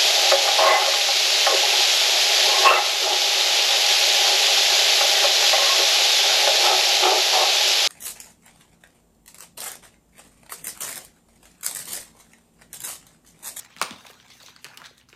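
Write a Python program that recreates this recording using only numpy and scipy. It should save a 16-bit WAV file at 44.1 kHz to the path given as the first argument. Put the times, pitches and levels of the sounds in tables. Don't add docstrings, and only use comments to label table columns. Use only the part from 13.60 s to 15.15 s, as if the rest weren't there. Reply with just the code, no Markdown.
import sys
import numpy as np
from scipy import signal
from scipy.fft import rfft, irfft, next_fast_len
from scipy.io import wavfile
from scipy.ndimage import uniform_filter1d, map_coordinates

SR = 44100
rng = np.random.default_rng(int(sys.argv[2]) if len(sys.argv) > 2 else 0)


def bounce(signal):
    frames = np.transpose(np.atleast_2d(signal))
    limited = np.clip(frames, -1, 1)
    pcm = np.round(limited * 32767).astype(np.int16)
    wavfile.write(sys.argv[1], SR, pcm)


def elevation(decibels):
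    levels = np.asarray(decibels, float)
    return 10 ** (levels / 20)


N = 68355


def unit(x):
    return x / np.sqrt(np.mean(x ** 2) + 1e-20)


def coloured(x, points):
    m = next_fast_len(x.shape[-1] + 8192)
    f, level = np.transpose(points)
    gain = elevation(np.interp(np.log(np.fft.rfftfreq(m, 1 / SR) + 1), np.log(f + 1), level))
    return irfft(rfft(x, m) * gain, m)[..., :x.shape[-1]]


def wobble(rate):
    knots = rng.standard_normal(int(N * rate / SR) + 4)
    return map_coordinates(knots, [np.arange(N) * rate / SR])


def add(out, s, x):
    part = out[round(s * SR):][:len(x)]
    part += x[:len(part)]


def ring(t, hz, cycles, sag=0):
    u = 3 * t * hz / cycles
    envelope = u * np.exp(1 - u)
    return envelope * np.sin(2 * np.pi * (hz * t + sag * (1 - np.exp(-hz * t))))


def room(x):
    # f/Hz, t60/s
    decay = [(200, 0.35), (530, 0.4), (1400, 0.33), (3700, 0.37), (10000, 0.24)]
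    # f/Hz, level/dB
    tail_colour = [(200, -2.5), (1000, -2), (3500, -1.5), (8000, -3), (15000, -3)]
    tail_db, delay_s = -6, 0.0025
    hz, t, z = signal.stft(rng.standard_normal(SR // 2), SR, nperseg=256)
    f, t60 = np.transpose(decay)
    loss = elevation(-60 * t / np.interp(hz, f, t60)[:, None])
    tail = signal.istft(z * loss, SR, nperseg=256)[1]
    tail = np.pad(tail / np.linalg.norm(tail), (round(delay_s * SR), 0))
    tail = coloured(tail, tail_colour)
    reverb = signal.fftconvolve(np.pad(x, (0, SR // 2)), tail)[:len(x)]
    return x + elevation(tail_db) * reverb


def fibre_crack(t, peak_db):
    # f/Hz, relative level/dB
    crack_colour = [(600, -20.5), (2000, -4.5), (5000, 5), (9000, -2), (15500, -12.5)]
    rise_s, t60_s = 0.00027, 0.0028
    burst = rng.standard_normal(len(t)) * elevation(-60 * t / t60_s) * (1 - np.exp(-t / rise_s))
    crack = coloured(burst, crack_colour)
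    return elevation(peak_db) * crack / np.abs(crack).max()


def panel_ring(t, db, hz, cycles):
    # multiple of its pitch, level/dB relative to the ring
    modes = [(.72, -13.5), (1.0, -1), (1.4, -16), (2.2, -15)]
    sag, detune = 0.45, 0.051
    thin_below_hz = 350
    after_s, after_db, after_loss_db = 0.02, -13, 247
    after_oct, after_cycles = 0.65, 1.58
    panel = np.zeros(len(t))
    for multiple, level in modes:
        mode_hz = hz * multiple * (1 + detune * rng.standard_normal())
        panel += elevation(db + level) * ring(t, mode_hz, cycles, sag)
    for wait, pitch, size in rng.standard_normal((10, 3)):
        late = cycles / hz + after_s * wait ** 2
        crackle_db = db + after_db - after_loss_db * late + 3 * size
        crackle_hz = hz * 2 ** np.clip(after_oct * pitch, -1, 1)
        add(panel, late, elevation(crackle_db) * ring(t[:SR // 50], crackle_hz, after_cycles))
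    high_pass = signal.butter(2, thin_below_hz, "high", fs=SR, output="sos")
    return signal.sosfilt(high_pass, panel)


def snaps():
    # t/s, ring level/dB, panel pitch f/Hz, cycles of ring, crack peak level/dB
    creases = [(0.165, -31.5, 1520, 1.46, -32), (.172, -43, 1173, 2.2, -38), (.1855, -33.5, 3800, 4.1, -35),
               (0.2145, -11, 4550, 1.4, -11), (.2148, -8.5, 962, 2.35, -19), (.216, -15, 2200, 5.05, -15),
               (0.2239, -19.5, 3720, 7.2, -15), (0.2231, -19.5, 8320, 27, -24),
               (0.225, -23, 1180, 3.1, -25), (0.2269, -19, 3980, 3.7, -21), (0.2287, -27, 1150, 1.8, -16.5),
               (0.3084, -26, 3140, 4.8, -29), (.3095, -31, 900, 1.44, -33), (0.4495, -38.5, 2060, 2.6, -42),
               (0.453, -37.5, 1000, 2.35, -46), (0.4668, -33.5, 2240, 3.8, -32),
               (.5, -42.5, 1180, 3.9, -59), (.533, -50, 3000, 3.3, -43.5), (0.6, -36.5, 3070, 2.5, -58),
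               (.682, -41.5, 4560, 3.8, -40), (.802, -39, 3584, 7.9, -50), (.832, -35.5, 3800, 5, -42),
               (.8615, -38, 6240, 18, -43), (0.863, -34.5, 3500, 4.7, -51), (0.8824, -33, 3340, 2.9, -42),
               (0.9628, -37.5, 4000, 6, -37.5), (0.9631, -38.5, 1210, 2.15, -54),
               (1.0446, -28, 4360, 4.8, -19), (1.0505, -34, 2680, 7.7, -35),
               (1.0525, -33.5, 1720, 2.5, -46), (1.06, -38, 2870, 3.2, -48),
               (1.0659, -35.5, 1080, 1.73, -34), (1.086, -41, 1500, 1.95, -38),
               (1.114, -41.5, 1340, 4.3, -59), (1.1356, -37, 1300, 2.17, -48),
               (1.1736, -33, 2960, 10, -25.5), (1.2, -45, 5500, 5.1, -45), (1.2177, -28, 1260, 1.55, -37),
               (1.3803, -43, 3580, 4.4, -41), (1.413, -40.5, 2400, 2.55, -57),
               (1.488, -46.5, 1405, 2.8, -42), (1.501, -48, 2160, 3.3, -44.5),
               (1.5287, -32.5, 2190, 1.95, -50)]
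    out, t = np.zeros(N), np.arange(SR // 2) / SR
    for s, db, hz, cycles, crack_db in creases:
        crack = fibre_crack(t, crack_db)
        add(out, s, room(panel_ring(t, db, hz, cycles) + crack))
    return out


def thuds():
    # t/s, envelope peak level/dB, f/Hz
    knocks = [(.167, -47.5, 142), (0.217, -36, 295), (0.223, -37, 138.6), (.3095, -33.5, 160),
              (0.322, -49.5, 70.8), (.451, -43.5, 443), (.4995, -43.5, 376), (.837, -46.5, 450),
              (0.8846, -40, 795), (1.049, -45.5, 297), (1.065, -52.5, 100), (1.182, -62, 232),
              (1.218, -53, 112), (1.31, -48, 347), (1.53, -47.5, 285)]
    out, t = np.zeros(N), np.arange(SR // 2) / SR
    for s, db, hz in knocks:
        add(out, s, room(elevation(db) * ring(t, hz, cycles=1.98, sag=1.046)))
    return out


def scrapes():
    # start t/s, length/s, noise level/dB rms before swell and grit, centre f/Hz
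    strokes = [(0, 0.0132, -47.5, 6355), (0.105, 0.042, -56.5, 2480), (0.314, 0.031, -47, 2930),
               (.44, 0.0229, -55, 1447), (0.461, 0.012, -46, 3750), (0.474, 0.035, -53, 3800),
               (0.705, 0.04, -50.5, 3700), (0.803, 0.0227, -53, 4080), (0.805, 0.018, -51.5, 970),
               (0.844, 0.0612, -53, 3870), (1.04, 0.033, -46.5, 1600), (1.173, 0.0097, -46, 4195),
               (1.229, 0.054, -49, 1520), (1.233, 0.035, -49.5, 3740), (1.25, 0.025, -43, 4000),
               (1.371, 0.028, -58, 7140), (1.486, 0.019, -56.5, 6130)]
    width_oct, skirt_db = 0.51, 8
    rise = 0.43
    out, grit = np.zeros(N), elevation(2.5 * wobble(400))
    for s, length, db, hz in strokes:
        u = np.arange(round(length * SR)) / (length * SR)
        swell = np.sin(np.pi * np.interp(u, [0, rise, 1], [0, 0.5, 1]))
        band = [(hz * 2 ** (k * width_oct), -skirt_db * abs(k)) for k in range(-9, 10)]
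        add(out, s, elevation(db) * swell * unit(coloured(rng.standard_normal(len(u)), band)))
    return room(out * grit)


def patchy():
    z = signal.stft(rng.standard_normal(N), nperseg=512)[2]
    field = uniform_filter1d(rng.standard_normal(z.shape), size=3, axis=0)
    field = uniform_filter1d(field, size=5, axis=1)
    return signal.istft(z * elevation(4.5 * unit(field)), nperseg=512)[1][:N]


def crackle_gate():
    grains_per_s, spread_db, t60_s = 350, 2.5, 0.019
    share = 0.52
    sizes = elevation(spread_db * np.clip(rng.standard_normal(N), -2, 2))
    ticks = (rng.random(N) < grains_per_s / SR) * sizes
    decay = elevation(-60 * np.arange(SR // 20) / SR / t60_s)
    grains = unit(signal.fftconvolve(ticks, decay)[:N])
    return np.sqrt(1 - share + share * grains ** 2) * elevation(wobble(25))


def rustle():
    # t/s, body rustle level/dB, surface rustle level/dB, treble level/dB
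    handling = [(0, -54.5, -45.5, -58), (0.07, -55.5, -60, -73.5), (.155, -61, -58.5, -68),
                (0.212, -47, -46, -59), (.36, -56.5, -56, -66), (.43, -57.5, -56.5, -61.5),
                (.5, -56.5, -59.5, -60), (0.589, -62, -56.5, -69.5), (.67, -58, -60, -69),
                (.7, -58.5, -53.5, -66.5), (.79, -64.5, -55, -61.5), (0.862, -53, -49.5, -55.5),
                (.93, -58.5, -58, -70), (.955, -66, -59.5, -68), (.98, -62, -62.5, -78),
                (1.035, -65.5, -56.5, -62), (1.1, -53.5, -58, -67), (1.165, -55, -60.5, -65),
                (1.2, -51.5, -58, -66), (1.288, -61, -62.5, -70.5), (1.359, -65, -65, -70.5),
                (1.42, -65, -66, -72.5), (1.471, -77.5, -76, -85), (1.496, -60.5, -66, -63),
                (1.55, -73, -58.5, -69.5)]
    # f/Hz, relative level/dB per Hz
    body = [(180, -53), (300, -10), (440, -6), (605, -8.5), (847, -1.5), (1060, -3.5), (2800, -7),
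            (3640, -57)]
    surface = [(940, -38), (1600, -2.5), (2800, -2), (3620, 1), (5290, -4.5), (6250, -3), (8500, -11),
               (11000, -63.5)]
    treble = [(3530, -47), (6000, -11.5), (7930, -14), (10300, -13.5), (14900, -15), (16000, -33.5)]
    gate, t, out = crackle_gate(), np.arange(N) / SR, np.zeros(N)
    s, *levels = np.transpose(handling)
    for db, colour in zip(levels, (body, surface, treble)):
        strength = elevation(np.interp(t, s, db) + wobble(39.72))
        out += strength * unit(coloured(gate * patchy(), colour))
    return out


def hum():
    # f/Hz, level/dB rms about which each wavers
    partials = [(61, -73.5), (123, -71), (246, -70)]
    t, out = np.arange(N) / SR, np.zeros(N)
    for hz, db in partials:
        level = np.sqrt(2) * elevation(db + wobble(5))
        out += level * np.sin(2 * np.pi * hz * t + 0.3 * wobble(3))
    return out


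def room_air():
    # f/Hz, relative level/dB per Hz
    air_colour = [(20, -29), (40, -14), (60, -9.5), (150, -4.5), (250, -7), (350, -15), (700, -24.5),
                  (1400, -30), (3250, -30), (9300, -40), (16000, -48)]
    return elevation(-65) * unit(coloured(rng.standard_normal(N), air_colour))


def scene():
    return (snaps() + thuds() + scrapes() + rustle() + hum() + room_air())[None]


def roll_off(x):
    return signal.sosfilt(signal.butter(12, 16480, fs=SR, output="sos"), x)


def record(dry):
    low = signal.butter(3, 50, "high", fs=SR, output="sos")
    top = signal.butter(12, 15900, "low", fs=SR, output="sos")
    mix = signal.sosfilt(top, signal.sosfilt(low, dry))
    return roll_off(mix)


dry = scene()
out = record(dry)
bounce(out)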